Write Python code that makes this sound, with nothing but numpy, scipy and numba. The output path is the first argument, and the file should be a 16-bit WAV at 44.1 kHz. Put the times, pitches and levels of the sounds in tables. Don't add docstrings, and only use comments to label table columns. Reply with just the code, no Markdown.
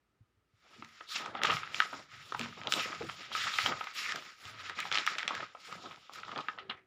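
import sys
import numpy as np
from scipy import signal
from scipy.fft import rfft, irfft
from scipy.io import wavfile
from numba import njit

SR = 44100
rng = np.random.default_rng(int(sys.argv[2]) if len(sys.argv) > 2 else 0)


def gain_from_decibels(decibels):
    exponent = np.asarray(decibels, float) / 20
    return 10 ** exponent


def wav_out(sig):
    wavfile.write(sys.argv[1], SR, np.round(np.clip(np.atleast_2d(sig).T, -1, 1) * 32767).astype(np.int16))


N = 302526

# [f/Hz, level/dB per Hz]
PAPER = [(40, -40), (120, -16), (470, -16), (940, -14), (1400, -8), (3750, -11), (4500, -17), (5500, -16),
         (6200, -24), (7100, -20), (8100, -37), (11400, -38), (13800, -47), (15000, -36)]
SWISH_RELEASE_DB_PER_S = 188


def rms_one(x):
    return x / np.sqrt(np.mean(x ** 2) + 1e-20)


def in_time(steps):
    return np.interp(np.arange(N) / SR * 1000, np.arange(len(steps)), steps)


def colour(x, spectrum, size=4096):
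    hz, db = np.transpose(spectrum)
    grid = np.maximum(np.arange(size // 2 + 1) * SR / size, 1)
    cepstrum = irfft(np.log(gain_from_decibels(np.interp(np.log(grid), np.log(hz), db))))
    cepstrum[1:size // 2] *= 2
    cepstrum[size // 2 + 1:] = 0
    return signal.fftconvolve(x, irfft(np.exp(rfft(cepstrum))))[:len(x)]


def band(x, low_hz, high_hz, order=3):
    return signal.sosfilt(signal.butter(order, [low_hz, high_hz], "band", fs=SR, output="sos"), x)


def drift(rate):
    r = np.exp(-40 * np.pi * rate / SR)
    noise = rng.standard_normal(N // 20 + 2002)
    slow = signal.lfilter([1], [1, -2 * r, r * r], noise)[2000:]
    return np.interp(np.arange(N) / 20, np.arange(len(slow)), rms_one(slow))


def resonance(x, hz, width_hz):
    r = np.exp(-np.pi * width_hz / SR)
    turn = np.cos(2 * np.pi * hz / SR)
    return signal.lfilter(np.array([1, 0, -1]) * (1 - r * r) / 2, [1, -2 * r * turn, r * r], x)


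@njit
def glide(x, turn, r):
    y = np.zeros(len(x))
    for i in range(2, len(x)):
        y[i] = (1 - r * r) / 2 * (x[i] - x[i - 2]) + 2 * r * turn[i] * y[i - 1] - r * r * y[i - 2]
    return y


def gestures(rows, attack_s, onset_db=4.5, start_db_per_s=117, release_db_per_s=179):
    start_s, length, db = np.transpose(rows)[:3, :, None]
    age = np.arange(N * 1000 // SR + 2) / 1000 - start_s
    climb = onset_db * np.maximum(1 - age / attack_s, 0) + start_db_per_s * np.maximum(-age, 0)
    sag = 7 * np.maximum(age, 0)
    release = release_db_per_s * np.maximum(age - length, 0)
    return age, db - climb - sag - release


def together(db):
    return in_time(np.sqrt(np.sum(gain_from_decibels(db) ** 2, axis=0)))


def fibres(per_s, spread_db, grain_db, flutter_db):
    sizes = gain_from_decibels(spread_db * np.minimum(rng.exponential(1, N), 3)) * rng.choice([-1, 1], N)
    born = rng.random(N) < per_s * gain_from_decibels(6 * drift(25)) / SR
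    rub = rng.standard_normal(N) + gain_from_decibels(grain_db) * rms_one(sizes * born)
    return gain_from_decibels(flutter_db * drift(18.0)) * rub


def crinkles(per_s, cycles, spread_db):
    sizes = gain_from_decibels(spread_db * np.minimum(rng.exponential(1, N), 4)) * rng.choice([-1, 1], N)
    born = rng.random(N) < per_s / SR
    pitches, dealt = np.geomspace(1000, 14000, 22), rng.integers(0, 22, N)
    return rms_one(sum(np.sqrt(cycles) * resonance(sizes * born * (dealt == k) + 1e-18, hz, hz / cycles)
                       for k, hz in enumerate(pitches)))


def room(x, noise):
    t = np.arange(noise.shape[1]) / SR
    late = noise * np.minimum(t / 0.0085, 1) ** 2
    layers = [(0.2, 400, 1500), (0.11, 1500, 7200), (0.11, 7200, 7500)]
    tail = sum(band(late * gain_from_decibels(-60 * t / t60), low_hz, high_hz, order=1) for t60, low_hz, high_hz in layers)
    tail = tail / np.linalg.norm(tail, axis=1, keepdims=True)
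    return gain_from_decibels(-12) * signal.fftconvolve(x, tail, axes=1)[:, :len(t)]


def quiet_room():
    # [f/Hz, level/dB per Hz]
    quiet_tone = [(24, -73), (50, 3), (140, -4.5), (180, -7), (402, -7), (491, -12.5), (1300, -16.5),
                  (1760, -15), (16000, -38.5)]
    return gain_from_decibels(-79.5) * rms_one(colour(rng.standard_normal(N), quiet_tone))


def bumps():
    # [t/s, peak level/dB, f/Hz, time to fade by 60 dB/s]
    bump_rows = [(0.207, -52.5, 109, 0.067), (0.371, -68, 100, 0.071), (0.534, -64, 107, 0.098),
                 (0.78, -54.5, 227.7, 0.34), (1.925, -53.5, 277, 0.26), (2.129, -60, 106, 0.12),
                 (2.175, -58, 100, 0.083), (2.24, -60, 111, 0.1), (2.392, -44, 430, 0.05),
                 (2.401, -40.5, 235, 0.32), (2.856, -41, 505, 0.015), (2.855, -50, 230, 0.018),
                 (3.005, -39, 466, 0.076), (3.03, -44, 330, 0.14), (3.042, -48, 503, 0.045),
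                 (3.439, -55, 104, 0.12), (4.454, -51, 102, 0.09), (4.507, -57, 111, 0.33),
                 (4.589, -62, 91.7, 0.86), (5.752, -51, 566, 0.023), (5.761, -50.5, 186, 0.058),
                 (5.868, -57, 168, 0.065), (6.599, -58.5, 387, 0.98), (6.69, -49.5, 229, 0.079),
                 (6.76, -70, 375, 0.63), (.76, -60, 378, 0.045), (0.824, -49.5, 300, 0.021),
                 (1.008, -60.5, 340, 0.07), (3.029, -50, 152, .1), (1.155, -61, 430, 0.019)]
    out, t = np.zeros(N + 8192), np.arange(8192) / SR
    for start_s, db, hz, t60 in bump_rows:
        swell = 1 - np.exp(-t / .006)
        shape = swell * gain_from_decibels(-60 * (t / max(t60, .02)) ** 1.15)
        rough = rms_one(band(rng.standard_normal(8192), .6 * hz, 1.5 * hz, order=2))
        cycles = np.sin(2 * np.pi * hz * t) + hz / 700 * rough
        at = round(start_s * SR)
        out[at:at + 8192] += gain_from_decibels(db) * shape / shape.max() * cycles
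    return out[:N]


def grip():
    # [t/s, length/s, rumble level/dB]
    grip_rows = [(.77, 0.086, -61), (1.23, 0.25, -60.5), (1.47, 0.068, -43), (1.6, 0.2, -60),
                 (1.92, 0.078, -60), (2.1, 0.12, -60), (2.35, 0.18, -51), (2.58, 0.32, -58),
                 (3.0, 0.083, -48.5), (3.15, 0.14, -63.5), (3.36, 0.1, -57), (3.62, 0.11, -51),
                 (4.05, 0.18, -69), (4.43, 0.68, -67), (4.75, 0.2, -66.5), (4.9, 0.039, -52),
                 (5.05, 0.28, -72), (5.38, 0.02, -53.5), (5.73, 0.22, -61.5), (6.19, 0.23, -61.5),
                 (6.5, 0.18, -69), (6.69, 0.019, -57.5)]
    rough = rng.standard_normal(N) * gain_from_decibels(3.7 * drift(51))
    rumble = rms_one(band(rough, 83.5, 178.5))
    return gain_from_decibels(-4.0) * together(gestures(grip_rows, attack_s=0.034)[1]) * rumble


def flaps():
    # [t/s, length/s, level/dB]
    flap_rows = [(.63, 0.56, -69), (1.15, 0.11, -51.5), (1.343, 0.12, -43.5), (1.42, 0.082, -39),
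                 (1.58, 0.18, -60), (1.75, 0.26, -58.5), (1.92, 0.025, -56), (2.12, 0.22, -66.5),
                 (2.35, 0.14, -56), (2.58, 0.17, -48), (2.71, 0.26, -51.5), (3.005, 0.03, -57),
                 (3.12, 0.44, -58), (3.32, 0.42, -55.5), (3.66, 0.034, -40.5), (3.8, 0.4, -60.5),
                 (4.05, 0.22, -55), (4.4, 0.2, -61.5), (4.62, 0.1, -56.5), (4.77, 0.18, -55),
                 (4.918, 0.054, -45), (5.05, 0.21, -53.5), (5.28, 0.097, -49.5), (5.39, 0.037, -51),
                 (5.57, .1, -68.5), (5.68, 0.29, -55), (5.95, 0.072, -80), (6.105, 0.15, -58),
                 (6.28, 0.1, -49.5), (6.47, 0.057, -58), (6.58, 0.065, -67), (6.7, 0.046, -64.5)]
    level_db = gestures(flap_rows, attack_s=0.044, start_db_per_s=1198, release_db_per_s=171)[1]
    flutter = colour(fibres(per_s=92, spread_db=-8.0, grain_db=-15.5, flutter_db=4.5), PAPER)
    return together(level_db) * rms_one(band(flutter, 160, 954))


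def slots():
    # [t/s, length/s, level/dB, start f/Hz, end f/Hz]
    slot_rows = [(1.08, 0.17, -51, 3700, 3100), (1.14, 0.15, -54, 1900, 1600), (2.70, .05, -50, 3800, 3470),
                 (2.75, 0.079, -40, 2900, 2180), (3.33, 0.11, -41.5, 3300, 3030),
                 (3.37, .12, -44, 1800, 1600), (3.52, 0.067, -43, 3300, 3820),
                 (3.96, 0.23, -55, 3600, 3360), (4.02, 0.064, -39.5, 2600, 1890),
                 (4.77, 0.045, -42, 2100, 2020), (4.99, 0.035, -48.5, 2500, 2220),
                 (5.185, 0.014, -42, 2500, 1940), (6.13, .05, -61, 3600, 3500),
                 (1.81, 0.031, -57, 2100, 1820), (6.71, 0.01, -53, 2400, 1970)]
    out, tail = np.zeros(N + SR), SR // 4
    _, level_db = gestures(slot_rows, attack_s=0.014, start_db_per_s=602,
                           release_db_per_s=SWISH_RELEASE_DB_PER_S)
    clock = np.arange(level_db.shape[1]) / 1000
    noise = gain_from_decibels(3.0 * drift(40)) * rng.standard_normal(N)
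    for (start_s, length, _, start_hz, end_hz), db in zip(slot_rows, level_db):
        at = slice(round(start_s * SR) - tail, min(round((start_s + length) * SR) + tail, N))
        t = np.arange(at.start, at.stop) / SR
        hz = start_hz * (end_hz / start_hz) ** np.clip((t - start_s) / length, 0, 1.3)
        turn = np.cos(2 * np.pi * hz / SR)
        r = np.exp(-np.pi * 0.5 * end_hz / SR)
        ringing = glide(glide(noise[at], turn, r), turn, r)
        out[at] += gain_from_decibels(np.interp(t, clock, db)) * rms_one(ringing)
    return out[:N]


def sliding():
    # [t/s, length/s, rub level/dB,
    # tightness as fine hiss against the rub/dB, air gap at the start/octaves above closed]
    swish_rows = [(1.089, 0.1, -36.5, -12, 1.4), (1.338, 0.034, -45, -55, 0.16),
                  (1.425, 0.054, -33.5, -22.5, .8), (1.502, 0.058, -39, -7.5, 1.8),
                  (2.089, 0.12, -50, -20, 0.26), (2.37, 0.067, -43, -16, 0.49),
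                  (2.695, 0.15, -37, -6.5, 1.37), (3.07, 0.16, -49.5, -7.5, 1.1),
                  (3.328, 0.2, -37, -9, 0.63), (3.938, 0.18, -36, -11.5, 0.77),
                  (4.754, 0.056, -42.5, -19, 2.1), (4.822, 0.044, -42.5, -12.5, 1.7),
                  (4.914, 0.085, -33, -22.5, 0.64), (5.052, 0.056, -36.5, -18, 0.73),
                  (5.177, 0.055, -43.5, -21, 3.6), (5.278, 0.07, -41, -38, 0.12),
                  (5.321, 0.12, -45.5, -20, 0.17), (6.124, 0.027, -48, -11, 0.77),
                  (6.587, 0.014, -49.5, -56, 0.44), (6.685, 0.013, -58.5, -63, 0.55)]
    # [t/s, length/s, rub level/dB, tightness/dB, air gap/octaves]
    drag_rows = [(0.602, 0.09, -64.5, -16, 0.47), (0.692, 0.21, -58.5, -12.5, 0.75),
                 (0.883, 0.17, -56.5, -14.5, 0.49), (1.59, 0.076, -43, -42, 0.5),
                 (1.753, 0.087, -40, -15.5, 0.55), (1.79, 0.21, -49, -12.5, 0.34),
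                 (2.22, 0.71, -50.5, -13.5, 1.06), (2.53, 0.15, -57.5, -20, 0.86),
                 (2.842, 0.23, -47, -16.5, 0.59), (3.185, 0.18, -47, -25, 0.89),
                 (3.547, 0.12, -34, -12.5, 0.96), (3.726, 0.072, -44.5, -22, 0.37),
                 (3.771, 0.14, -45, -21.5, 0.45), (4.139, 0.16, -48.5, -15.5, 0.92),
                 (4.412, 0.091, -47.5, -12, 0.39), (4.54, 0.18, -45.5, -51, 0.42),
                 (4.608, 0.056, -45, -18, 0.36), (5.612, 0.14, -49, -15, 0.67),
                 (5.791, 0.15, -52, -17, 1.44), (5.97, 0.49, -58.5, -17, 0.96),
                 (6.216, 0.19, -51.5, -23, 1.3), (6.418, 0.11, -55, -22, 0.51), (6.55, .24, -93, 0, 1.1)]
    swish_attack_s, swish_onset_db = 0.034, 11.5
    swish = gestures(swish_rows, swish_attack_s, swish_onset_db, 1498, SWISH_RELEASE_DB_PER_S)
    drag = gestures(drag_rows, attack_s=0.061)
    age, rub_db = np.concatenate([swish, drag], axis=1)
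    age = np.maximum(age, 0)
    _, length, _, tight_db, octaves = np.transpose(swish_rows + drag_rows)[:, :, None]
    whipped = (np.arange(len(age)) < len(swish_rows))[:, None]

    closing = np.exp(-(age / (0.85 * length + 0.014)) ** 2)
    gap_hz = 1600 * 2 ** (np.clip(octaves, -1, 2) * closing)
    weight = gain_from_decibels(rub_db) ** 2 + 1e-30
    weight = weight / weight.sum(axis=0)
    gap_hz = in_time(np.sum(weight * gap_hz, axis=0))
    gap_db = in_time(np.sum(weight * np.where(whipped, 6.5, 5.5), axis=0))

    bite_db = whipped * 0.071 * swish_onset_db * np.maximum(1 - age / swish_attack_s, 0)
    loosen_db_per_s = np.where(whipped, 54, 22.5)
    fine_db = tight_db + bite_db - loosen_db_per_s * age

    rub = rms_one(fibres(per_s=900, spread_db=3.5, grain_db=-5.0, flutter_db=1.4))
    rub = rub + gain_from_decibels(-10.5) * crinkles(per_s=1500, cycles=11.0, spread_db=3.5)
    gap_width_hz = 1340
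    turn, r = np.cos(2 * np.pi * gap_hz / SR), np.exp(-np.pi * gap_width_hz / SR)
    gap = gain_from_decibels(gap_db) * glide(rub, turn, r)
    heard, sheet = colour(rub, PAPER), colour(rub + gap, PAPER)

    areas = np.geomspace(900, 4900, 7)
    body = rms_one(sum(gain_from_decibels(0.5 * drift(19)) * band(sheet, low, high, order=2) * (-1) ** k
                       for k, (low, high) in enumerate(zip(areas, areas[1:]))))
    sheen = rms_one(band(heard, 4400, 7900, order=4))
    edges = [7700, 9200, 11400, 13800, 16300]
    other = np.roll(heard, SR)
    fine = sum(gain_from_decibels(2.6 * drift(12)) * band(other, low, high) for low, high in zip(edges, edges[1:]))
    fine = rms_one(signal.sosfilt(signal.ellip(8, 1, 50, 15450, fs=SR, output="sos"), fine))

    sheen = together(rub_db + 0.38 * fine_db) * gain_from_decibels(1.3 * drift(12)) * sheen
    fine = together(rub_db + fine_db) * gain_from_decibels(-3.5) * gain_from_decibels(1.5 * drift(15)) * fine
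    return gain_from_decibels(-4.5) * (together(rub_db) * body + sheen + fine)


def snaps():
    # [t/s, peak level/dB, sheet ring f/Hz, highs against peak/dB]
    crack_rows = [(1.417, -21.5, 1520, -34), (1.4347, -13.5, 1900, -2), (1.4512, -14.5, 1680, -22),
                  (1.745, -18.5, 2540, -12), (1.8019, -10, 1500, -15), (1.821, -20.5, 1820, -21),
                  (2.394, -24.5, 2230, 0), (2.412, -25, 2400, -5), (2.615, -32, 2180, -17),
                  (2.6718, -17.5, 3460, -10), (2.7226, -13.5, 2420, -1.5), (2.7373, -15.5, 3080, -2),
                  (2.7967, -24, 2450, -25), (3.022, -31.5, 1580, -12), (3.5857, -13.5, 2060, -11),
                  (4.1216, -21.5, 1570, -3.5), (4.8028, -26, 2270, 1), (4.925, -15.5, 3530, -6),
                  (4.974, -13, 2430, -14), (4.9847, -16.5, 3500, -6), (5.075, -13, 1760, -25),
                  (5.119, -30.5, 1560, -24), (5.153, -26.5, 1840, -31), (5.1835, -21, 2070, -5.5),
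                  (5.23, -23, 1790, -10), (5.3512, -26, 1800, -2.5), (6.405, -39, 3630, -3),
                  (6.699, -23.5, 3380, -20)]
    # [t/s, peak level/dB, sheet ring f/Hz, highs against peak/dB]
    fold_rows = [(0.7424, -49.5, 1680, -13.5), (0.846, -40, 2120, -2), (1.4696, -21, 3080, -24),
                 (1.5022, -20, 1470, -33), (1.5069, -15, 3050, -32), (1.5678, -22.5, 1940, -28),
                 (1.7651, -33, 2900, -18), (1.4548, -26, 3660, -0.5), (2.858, -38, 2380, -26),
                 (2.9282, -30.5, 1720, -25), (3.0967, -25, 1760, -30), (3.3504, -21, 1310, -23),
                 (3.476, -30, 1600, -36), (3.538, -25, 3450, -34), (3.6603, -12.5, 2950, -18.5),
                 (3.7182, -42, 1480, -39), (4.4531, -35.5, 3140, -4), (4.789, -24, 2130, -10),
                 (4.9152, -20, 1860, -11), (4.945, -18, 4670, -11), (4.9546, -17, 3100, -9),
                 (5.0649, -22, 2370, -0.5), (5.2782, -16.5, 3200, -4.5), (6.135, -40, 3500, 1),
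                 (6.1855, -43, 1400, -2), (6.232, -33, 1420, -32), (6.3166, -38, 1820, -36),
                 (6.36, -30, 1790, -25), (6.3769, -25.5, 4100, -8), (6.586, -30.5, 1630, -31)]
    # [t/s, peak level/dB, lows against peak/dB, highs against peak/dB]
    knock_rows = [(0.823, -37, -4.5, -28), (1.0072, -37, -5, -33), (1.259, -31, -2, -7.5),
                  (1.3508, -32, 1, -35), (1.3905, -32.5, -9, -32), (1.4468, -29, 1.5, -20),
                  (1.515, -28, -9, -4), (1.6317, -28, -16, -30), (1.929, -43, 11, -25),
                  (2.3216, -29.5, 0, -10), (2.347, -28, 3.5, -15), (2.458, -34.5, -3, -11),
                  (3.3164, -35, -0.5, -22), (3.809, -31, -1.5, -30), (3.841, -36, -6, -1),
                  (3.87, -30, -7.5, -28), (4.1578, -28, -20, -1), (4.6957, -27.5, -9.5, -5.5),
                  (4.8528, -31, -2, -25), (5.307, -38.5, 13.5, -37), (5.4044, -29, -7, -37),
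                  (5.549, -47.5, 9, -31), (5.725, -35.5, -2.5, -5), (5.9103, -37.5, -4, -32),
                  (6.095, -48, 10.5, -25), (6.2809, -38.5, -3, -7), (6.291, -41, 3.5, -32),
                  (6.3871, -33.5, 1, -16), (6.4842, -21, -9, -23), (6.577, -48.5, 7.5, -33)]
    # [t/s, peak level/dB, sheet ring f/Hz, highs against peak/dB]
    tick_rows = [
        (1.838, -31.5, 2100, -20), (2.432, -34, 2300, -16), (2.526, -40, 1500, -30), (2.531, -40, 1700, -25),
        (5.266, -43, 1400, -23), (5.96, -41, 2510, -4), (6.25, -36, 3900, -10), (6.472, -48, 1490, -29),
        (6.5, -47, 2200, -25), (6.534, -44, 3000, -20), (6.595, -44, 3200, -16), (6.6, -42, 2900, -18),
        (6.703, -25.5, 2810, -33), (6.71, -28.5, 1510, -30), (6.716, -39, 3000, -21), (6.383, -33, 3400, -20),
        (6.412, -40, 3700, -12), (2.635, -31, 3000, -9), (1.372, -41, 3170, -25), (1.639, -33, 2400, -27),
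        (1.675, -34, 2000, -27), (4.82, -36, 2400, -21), (4.885, -32, 3000, -20), (5.03, -42, 2500, -20),
        (5.205, -29, 1900, -25), (5.431, -33, 1900, -25), (5.332, -35, 1500, -25), (6.334, -42, 1500, -25),
        (1.16, -21.5, 3400, -6), (3.378, -26, 1900, -20), (5.2777, -21.5, 1290, -30), (5.187, -23.5, 3300, -3),
        (5.193, -23, 2400, -12), (5.2526, -36, 1400, -14), (5.3788, -31, 1300, -25), (5.411, -37, 3800, -14),
        (5.571, -45, 1300, -25), (5.819, -47, 1300, -25), (5.919, -40, 3220, -15), (5.928, -44, 1400, -20),
        (5.944, -43, 1400, -22), (6.157, -38.5, 1400, -12), (6.201, -37, 4500, -3.5), (6.309, -42, 1500, -18),
        (4.223, -37, 1340, -20), (4.7727, -33, 3100, -21), (4.794, -28, 2130, -15), (4.798, -39, 2000, -15),
        (4.937, -23, 1700, -18), (4.956, -29, 1300, -23), (1.8022, -19, 1450, -23), (3.863, -38, 2400, -15),
        (3.889, -45, 1800, -12), (3.588, -16, 1100, -18), (1.429, -32, 2300, -15)]
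    # [t/s, peak level/dB, sheet ring f/Hz, highs against peak/dB]
    crumple_rows = [(1.444, -20.5, 1320, -12), (1.496, -19, 1350, -20), (1.518, -25.5, 1350, -22),
                    (1.533, -30, 2000, -17), (1.929, -36, 1310, -25), (2.918, -34, 1600, -25),
                    (3.087, -34, 1320, -27), (3.468, -28.5, 1600, -27), (3.717, -25.5, 1390, -31),
                    (6.18, -45, 1350, -20), (6.313, -39.5, 1410, -7), (6.404, -36, 3500, -8),
                    (6.59, -40.5, 2900, -12), (6.694, -30.5, 2800, -21), (6.707, -33, 1890, -23)]
    kinds = [(crack_rows, -24.5, 3.07, -4, 26), (fold_rows, -14.5, 4.54, 0.5, 26),
             (tick_rows, -14.5, 2, 0, 26), (crumple_rows, -9.5, 16.1, -2.5, 3.1)]
    rows = [(s, db, 1680, low_db, high_db, 6.9, -1.5, 26) for s, db, low_db, high_db in knock_rows]
    for kind, low_db, ms, room_db, rise in kinds:
        rows += [(s, db, hz, low_db, high_db, ms, room_db, rise) for s, db, hz, high_db in kind]
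    start_s, db, ring_hz, low_db, high_db, ms, room_db, rise = np.transpose(rows)[:, :, None]

    noise = rng.standard_normal((len(rows), 8192))
    age = 1000 * np.arange(2048) / SR / ms
    burst = noise[:, -2048:] * (1 - np.exp(-rise * age)) * np.exp(-2.5 * age)
    burst[:, 4:5] += 13.2 / ms
    ring = []
    for one, hz in zip(burst, ring_hz[:, 0]):
        both = resonance(one, hz, .35 * hz) + .3 * resonance(one, hz, 1.2 * hz)
        ring.append(band(both, 1200, max(3700, 1.2 * hz), order=4))
    push = band(burst, 676, 1210, order=2) + 0.65 * band(burst, 397, 960, order=2)
    push = push + 0.17 * band(burst, 240, 480, order=2)
    crack = band(burst, 3600, 6000) + gain_from_decibels(1.3 * high_db - 1.5) * band(burst, 6400, 7500)
    top = band(burst, 8000, 15300, order=5)
    top_db = 3.6 * high_db - 17
    parts = [(np.array(ring), -1.5), (push, low_db - 0.5), (crack, high_db - 5.0), (top, top_db)]
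    snap = gain_from_decibels(db) * sum(gain_from_decibels(d) * p / np.abs(p).max(axis=1, keepdims=True) for p, d in parts)

    heard = gain_from_decibels(room_db) * room(snap, noise)
    heard[:, :2048] += snap
    out = np.zeros(N + 8192)
    for at, one in zip(np.round(start_s[:, 0] * SR).astype(int), heard):
        out[at:at + 8192] += one
    return out[:N]


def scene():
    return (quiet_room() + bumps() + grip() + flaps() + slots() + sliding() + snaps())[None]


def band_limit(x):
    return signal.sosfilt(signal.butter(12, 16440, fs=SR, output="sos"), x)


def record(dry):
    dry = signal.sosfilt(signal.butter(2, 38, "high", fs=SR, output="sos"), dry)
    housed = dry + gain_from_decibels(8) * resonance(dry, hz=1268.4, width_hz=74)
    return band_limit(housed)


dry = scene()
out = record(dry)
wav_out(out)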